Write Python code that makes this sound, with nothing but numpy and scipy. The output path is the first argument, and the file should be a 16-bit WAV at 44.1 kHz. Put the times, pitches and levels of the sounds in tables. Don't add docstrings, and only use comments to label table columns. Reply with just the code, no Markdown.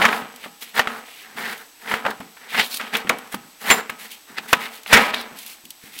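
import sys
import numpy as np
from scipy import signal
from scipy.fft import rfft, irfft
from scipy.io import wavfile

SR = 44100
rng = np.random.default_rng(int(sys.argv[2]) if len(sys.argv) > 2 else 0)


def wrap_up_sound(samples):
    columns = np.atleast_2d(samples).T
    tamed = np.clip(columns, -1, 1)
    steps = np.round(tamed * 32767).astype(np.int16)
    wavfile.write(sys.argv[1], SR, steps)


N = 264600
TIME = np.arange(N) / SR
CUTOFF_HZ = 16000


def from_db(db):
    return 10 ** (np.asarray(db) / 20)


def rms_one(x):
    return x / np.sqrt(np.mean(x ** 2) + 1e-20)


def dying(t60_s):
    return np.exp(-np.log(1000) * TIME[:int(1.5 * t60_s * SR)] / t60_s)


def add(out, start_s, sound):
    start = int(np.clip(round(start_s * SR), 0, N - 1))
    out[start:start + len(sound)] += sound[:N - start]


def coloured(x, spectrum):
    hz, db = np.transpose(spectrum)
    bins_hz = np.fft.rfftfreq(N, 1 / SR) + 1e-3
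    gain_db = np.interp(np.log(bins_hz), np.log(hz), db)
    return rms_one(irfft(rfft(x) * from_db(gain_db), N))


def noise(spectrum):
    return coloured(rng.standard_normal(N), spectrum)


def drift(rate_hz):
    lowpass = signal.butter(2, rate_hz, fs=SR, output="sos")
    return rms_one(signal.sosfilt(lowpass, rng.standard_normal(N)))


def resonance(x, hz, width_hz):
    r = np.exp(-np.pi * width_hz / SR)
    zeros = np.array([1, 0, -1]) * (1 - r * r) / 2
    poles = [1, -2 * r * np.cos(2 * np.pi * hz / SR), r * r]
    return signal.lfilter(zeros, poles, x)


def swept(x, hz, width_hz, block=128):
    out, state = np.zeros(N), np.zeros(2)
    r = np.exp(-np.pi * width_hz / SR)
    for i in range(0, N, block):
        poles = [1, -2 * r * np.cos(2 * np.pi * hz[i] / SR), r * r]
        out[i:i + block], state = signal.lfilter([1, 0, -1], poles, x[i:i + block], zi=state)
    return rms_one(out)


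def mode(hz, t60_s):
    fall = dying(t60_s)
    return fall * np.sin(2 * np.pi * hz * TIME[:len(fall)])


def slips(grains_per_s, judder_db, size_db=0.0, judder_hz=90, smooth=0.16):
    sizes = from_db(size_db * np.minimum(rng.exponential(1, N), 4)) * rng.choice([-1, 1], N)
    catches = rng.random(N) < grains_per_s / SR
    grains = rms_one(sizes * catches) + smooth * rng.standard_normal(N)
    return grains * from_db(judder_db * drift(judder_hz))


def electronics(hiss_db=-52.5, whine_db=-59.5, whine_hz=8000):
    # f/Hz, density/dB per Hz (relative)
    floor_spectrum = [(25, -12), (100, -12.5), (170, -9.5), (225, -12), (300, 1.5), (450, -15), (750, -1),
                      (1200, -6.5), (3200, -4.5), (6000, -4.5), (10000, -18), (13000, -5.5), (16000, -26)]
    whine = from_db(whine_db) * np.sqrt(2) * np.sin(2 * np.pi * whine_hz * TIME)
    return from_db(hiss_db) * noise(floor_spectrum) + whine


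def bumps(t60_s=0.31, hz=205, width_hz=140):
    # t/s, level/dB
    bump_table = [(0.22, -37), (0.457, -45), (1.345, -44.5), (2.053, -34), (2.201, -38), (3.05, -32.5),
                  (3.096, -35.5), (3.341, -34.5), (3.428, -51), (3.905, -44.5), (4.3, -44.5), (4.383, -43),
                  (4.551, -38), (5.321, -45.5), (5.639, -48.5), (5.839, -46), (5.966, -52)]
    envelope = np.zeros(N)
    for start_s, db in bump_table:
        add(envelope, start_s, from_db(db) * dying(t60_s))
    once = resonance(rng.standard_normal(N), hz, width_hz)
    return envelope * rms_one(resonance(once, hz, width_hz))


def ping(base_hz=7258):
    # t/s, offset from base_hz/Hz, level/dB, t60/s
    ping_modes = [(3.71, 2.9, -5, 0.088), (3.712, 26, -23.5, 0.26)]
    out = np.zeros(N)
    for start_s, offset_hz, db, t60_s in ping_modes:
        add(out, start_s, from_db(db) * mode(base_hz + offset_hz, t60_s))
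    return out


def ticks(t60_s=0.03, trim_db=-7.5):
    # t/s, level before trim_db/dB
    tick_table = [(0.3607, -25.5), (1.5775, -28), (2.1057, -22), (2.2034, -31), (2.7426, -10.5),
                  (2.771, -13), (2.969, -14), (3.0937, -7), (3.1855, -24), (3.2735, -34), (3.345, -17.5),
                  (3.898, -20), (4.8332, -28.5), (5.2118, -22), (5.3877, -24), (5.4635, -24),
                  (5.6527, -26.5), (5.705, -18), (5.989, -17)]
    # f/Hz, density/dB per Hz (relative)
    snap_spectrum = [(500, -23), (1500, -18), (3000, 10.5), (6000, 1.5), (12000, 4), (16000, 1)]
    envelope = np.zeros(N)
    for start_s, db in tick_table:
        add(envelope, start_s, from_db(db + trim_db) * dying(t60_s))
    return envelope * noise(snap_spectrum)


def shiver(push, level_db=-3.0, low_t60_s=0.75, high_t60_s=0.16, split_hz=1500, rebounds_per_s=80, rebound_db=-9):
    # f/Hz, density/dB per Hz (relative)
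    coil_spectrum = [(80, -18.5), (165, -24), (225, 9), (330, -9.5), (440, 1), (560, -0.5), (800, 2.5),
                     (1900, 3), (3000, 0.5), (4500, -11), (8000, -18), (16000, -27)]
    rebounds = rms_one(rng.standard_normal(N) * (rng.random(N) < rebounds_per_s / SR))
    contacts = slips(grains_per_s=1200, judder_db=0.5)
    rattle = coloured(contacts + from_db(rebound_db) * rebounds, coil_spectrum)
    low = signal.lfilter(*signal.butter(1, split_hz, fs=SR), rattle)
    out = np.zeros(N)
    for part, t60_s in ((low, low_t60_s), (rattle - low, high_t60_s)):
        keep = np.exp(-2 * np.log(1000) / (t60_s * SR))
        energy = signal.lfilter([1 - keep], [1, -keep], push ** 2 + 1e-18)
        out += part * np.sqrt(energy)
    return from_db(level_db) * out


def cage(push, level_db=-12.0):
    # f/Hz, level/dB (relative), t60/s
    cage_modes = [(233, 13, 0.24), (241.6, -3, 0.3), (448, 1.5, 0.61), (469, -10.5, 1), (763, -0.5, 0.56),
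                  (815, 3, 0.52), (989, 2, 0.45), (1270, 0.5, 0.56), (1450, -4, 0.27), (1795, -13, 0.23),
                  (1985, -20, 0.3), (2035, -7.5, 0.29), (2290, -2.5, 0.4), (3640, -7, 0.46)]
    response = np.zeros(N)
    for k, (hz, db, t60_s) in enumerate(cage_modes):
        add(response, 0, (-1) ** k * from_db(db) * mode(hz, t60_s))
    response = response[:SR] / np.linalg.norm(response)
    return from_db(level_db) * signal.fftconvolve(push, response)[:N]


def knocks(spot_width_hz=1100, broad=0.19, rise_s=0.00073, crack=0.4, crack_t60_s=0.0099, softness=2.5):
    # t/s, clatter level/dB, clatter t60/s, f of spot struck/Hz, push re clatter/dB
    knock_table = [(0.0156, -10, 0.073, 1890, 2.5), (.043, -9.5, 0.043, 1110, -3.5),
                   (.052, 0.5, 0.034, 1710, -10), (.087, -11.5, 0.027, 1390, -9),
                   (.127, -14, 0.046, 1530, -6), (0.439, -30, 0.082, 2080, -10),
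                   (0.459, -29.5, 0.042, 450, -5), (0.777, -13, .018, 2040, -3),
                   (0.793, -2, 0.039, 1750, -9.5), (0.8721, -12.5, .02, 1450, -3),
                   (1.913, -16, 0.042, 1650, -2), (1.9391, -7.5, 0.014, 1650, -3),
                   (2.051, -16.5, 0.058, 890, -10), (2.063, -11.5, 0.038, 1240, -22),
                   (2.111, -22, 0.021, 1600, -24), (2.204, -29, 0.052, 880, -3.5),
                   (2.368, -38.5, 0.06, 1770, -3), (2.545, -18, .04, 1840, -24),
                   (2.59, -17, 0.017, 1960, -25), (2.798, -23.5, 0.064, 1710, 4.5),
                   (2.939, -26, .026, 2000, -19), (2.951, -10, 0.024, 2730, -1.5),
                   (3.071, -26, 0.047, 2000, -3), (3.0958, -0.5, 0.017, 2080, -9),
                   (3.098, -17.5, 0.18, 620, -19), (3.3428, -16.5, 0.018, 680, -7.5),
                   (3.702, 4, 0.02, 2500, -15), (3.710, 0, 0.06, 2000, -28),
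                   (3.895, -18, 0.032, 1460, -5.5), (4.529, 7.5, 0.027, 1780, -17),
                   (4.861, -26, 0.039, 2140, -30), (4.928, 12.5, 0.085, 1800, -11),
                   (4.971, -2.5, 0.067, 1850, -27), (5.138, -17.5, 0.045, 2030, 0),
                   (5.143, -13, 0.023, 3570, -1.5)]
    # f/Hz, density/dB per Hz (relative)
    clatter_spectrum = [(30, -16), (120, -8), (220, -3.5), (500, 5), (1000, 3), (2000, 0.5), (3500, -2.5),
                        (6000, -13), (10000, -8.5), (16000, -1)]
    direct, push = np.zeros(N), np.zeros(N)
    clatter = noise(clatter_spectrum)
    offsets = rng.integers(0, N // 2, len(knock_table))
    for (start_s, db, t60_s, hz, push_db), offset in zip(knock_table, offsets):
        fall = dying(t60_s)
        rise = 1 - np.exp(-TIME[:len(fall)] / rise_s)
        contacts = clatter[offset:offset + len(fall)]
        dull_hz = min(softness * hz, CUTOFF_HZ)
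        contacts = signal.lfilter(*signal.butter(1, dull_hz, fs=SR), contacts)
        hit = (resonance(contacts, hz, spot_width_hz) + broad * contacts) * fall * rise
        hit *= from_db(db) * np.linalg.norm(fall) / np.linalg.norm(hit)
        add(direct, start_s, hit)
        add(direct, start_s, crack * from_db(db) * mode(hz, crack_t60_s))
        add(push, start_s, hit * from_db(push_db))
    return direct, push


def pull(peak_s, run_up_s, run_out_s, swell_db=27.5, run_out_db=19.5, edge_s=0.0078):
    start_s, stop_s = peak_s - run_up_s, peak_s + run_out_s
    moving = np.interp(TIME, [start_s - edge_s, start_s, stop_s, stop_s + edge_s], [0, 1, 1, 0])
    return moving * from_db(np.interp(TIME, [start_s, peak_s, stop_s], [-swell_db, 0, -run_out_db]))


def coast(start_s, length_s, attack_s=0.019, t60_s=0.19):
    since_end_s = TIME - start_s - length_s
    release = np.exp(-np.log(1000) * np.clip(since_end_s / t60_s, 0, 2))
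    return np.clip((TIME - start_s) / attack_s, 0, 1) * release


def friction(span_rise_oct_per_s=0.4, drum_loss_db_per_oct=20):
    # t of peak/s, run-up/s, run-out/s, rasp/dB, jacket hiss/dB, f of free span at the peak/Hz
    pull_table = [(0.02, 0.24, 0.23, -21, -37, 1470), (0.45, 0.14, 0.048, -35.5, -45, 2400),
                  (0.626, 0.025, 0.032, -30, -29.5, 2260), (0.78, 0.041, 0.044, -16.5, -29.5, 1900),
                  (1.924, 0.12, 0.096, -24.5, -35, 1650), (2.599, 0.061, 0.052, -9.5, -27, 2200),
                  (2.941, 0.026, 0.083, -18.5, -33, 2000), (3.327, 0.021, 0.036, -33, -32.5, 1900),
                  (3.71, 0.093, 0.099, -13.5, -22, 1850), (4.385, 0.028, 0.018, -20.5, -40, 2080),
                  (4.938, 0.055, 0.17, -9, -25, 1900)]
    # t/s, length/s, rasp/dB, jacket hiss/dB, f of free span/Hz (levels before the same trims)
    coast_table = [(0.095, 0.084, -35, -39, 1490), (0.643, 0.055, -41.5, -48.5, 2430),
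                   (0.737, 0.023, -32.5, -37, 1550), (0.884, 0.1, -38, -47, 1530),
                   (1.048, 0.18, -41.5, -48.5, 2450), (1.2, 0.29, -44.5, -68, 1800),
                   (1.358, 0.17, -28, -40.5, 1840), (1.55, 0.074, -44, -48, 1620),
                   (1.784, 0.057, -47.5, -52, 2020), (1.863, .025, -27, -55, 2160),
                   (2.038, 0.055, -29.5, -55, 1300), (2.391, 0.15, -43, -63, 1800),
                   (2.481, 0.035, -33, -45, 2280), (2.513, 0.075, -25.5, -39, 1930),
                   (2.599, 0.014, -21.5, -38, 3280), (2.623, 0.046, -52, -35, 3800),
                   (2.695, 0.068, -39.5, -31.5, 4100), (2.783, 0.099, -34.5, -52, 2140),
                   (3.596, 0.076, -39, -40.5, 1920), (3.749, 0.044, -29, -58, 1340),
                   (3.981, 0.077, -38, -41, 2040), (4.095, .04, -38.5, -40.5, 2500),
                   (4.266, 0.08, -46, -55, 1680), (4.41, 0.058, -43.5, -48.5, 1510),
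                   (4.472, 0.066, -34, -36.5, 2000), (4.587, 0.07, -29, -39.5, 2050),
                   (4.71, 0.056, -40, -42.5, 2240), (4.859, 0.079, -35.5, -39, 2400),
                   (5.119, 0.092, -38, -45, 3600), (5.355, 0.077, -43, -41.5, 2400),
                   (5.449, 0.069, -44, -39, 2340), (5.813, 0.085, -48, -49, 2030),
                   (5.918, 0.07, -40, -42.5, 2320)]
    creep_rasp_db, creep_hiss_db, creep_hz = -60, -54.5, 2020
    pull_drum_db, coast_drum_db = -7.5, -10

    moves = [(np.ones(N), creep_rasp_db, creep_hiss_db, coast_drum_db, np.log2(creep_hz))]
    for peak_s, up_s, out_s, rasp_db, hiss_db, hz in pull_table:
        octave = np.log2(hz) + span_rise_oct_per_s * (TIME - peak_s)
        moves.append((pull(peak_s, up_s, out_s), rasp_db, hiss_db, pull_drum_db, octave))
    for start_s, length_s, rasp_db, hiss_db, hz in coast_table:
        moves.append((coast(start_s, length_s), rasp_db, hiss_db, coast_drum_db, np.log2(hz)))

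    drum, rasp, hiss, octaves = np.zeros((4, N))
    for shape, rasp_db, hiss_db, drum_db, octave in moves:
        power = (shape * from_db(rasp_db)) ** 2
        rasp += power
        drum += power * from_db(drum_db) ** 2
        hiss += (shape * from_db(hiss_db)) ** 2
        octaves += power * octave
    pitch_hz = 2 ** (octaves / rasp)
    coupling = from_db(-drum_loss_db_per_oct * np.log2(pitch_hz / creep_hz))
    return coupling * np.sqrt(drum), np.sqrt(rasp), np.sqrt(hiss), pitch_hz


def sliding(span_width_hz=1350, spread_db=-13, drum_trim_db=-1.0, rasp_trim_db=-2.5, hiss_trim_db=0.7):
    # f/Hz, density/dB per Hz (relative)
    drum_spectrum = [(30, -26), (110, -23), (165, -9.5), (220, 3), (330, -11.5), (440, 3), (560, -7.5),
                     (800, 2), (1100, -2.5), (1700, -8), (4000, -92)]
    rasp_spectrum = [(300, -26), (800, -6.5), (1300, 1), (1900, -3), (2600, -7), (3700, 1.5), (5000, 5.5),
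                     (8000, 3), (16000, -47)]
    hiss_spectrum = [(1000, -35), (2500, 5), (4000, 5), (5500, 0.5), (8000, 0.5), (11000, 3), (16000, 1.5)]
    drum, rasp, hiss, pitch_hz = friction()
    grit = slips(grains_per_s=3000, judder_db=2.0)
    span = swept(swept(grit, pitch_hz, span_width_hz), pitch_hz, span_width_hz)
    span += from_db(spread_db) * grit
    drumming = coloured(slips(grains_per_s=1800, judder_db=1.5), drum_spectrum)
    rasping = coloured(span, rasp_spectrum)
    hissing = coloured(slips(grains_per_s=7400, judder_db=1.5), hiss_spectrum)
    return (drum * from_db(drum_trim_db) * drumming
            + rasp * from_db(rasp_trim_db) * rasping
            + hiss * from_db(hiss_trim_db) * hissing)


def scene(slide_to_cage_db=-20.5, slide_to_coils_db=-12):
    slide = sliding()
    slaps, push = knocks()
    ringing = cage(push + from_db(slide_to_cage_db) * slide)
    shivering = shiver(push + from_db(slide_to_coils_db) * slide)
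    mix = electronics() + bumps() + ping() + ticks() + shivering + ringing + slaps + slide
    return mix[None]


def record(dry, ceiling=0.58, bias_limit=3.2, thump_db=-11, thump_hz=75, recovery_hz=30):
    clipped = dry / (1 + (dry / ceiling) ** 8) ** (1 / 8)
    excess = np.maximum(np.abs(dry) - bias_limit, 1e-18)
    bias = signal.sosfilt(signal.butter(2, thump_hz, fs=SR, output="sos"), excess)
    bias = signal.sosfilt(signal.butter(2, recovery_hz, "high", fs=SR, output="sos"), bias)
    lowpass = signal.firwin(255, CUTOFF_HZ, fs=SR, window="blackman")
    return signal.fftconvolve(clipped + from_db(thump_db) * bias, lowpass[None], "same")


dry = scene()
out = record(dry)
wrap_up_sound(out)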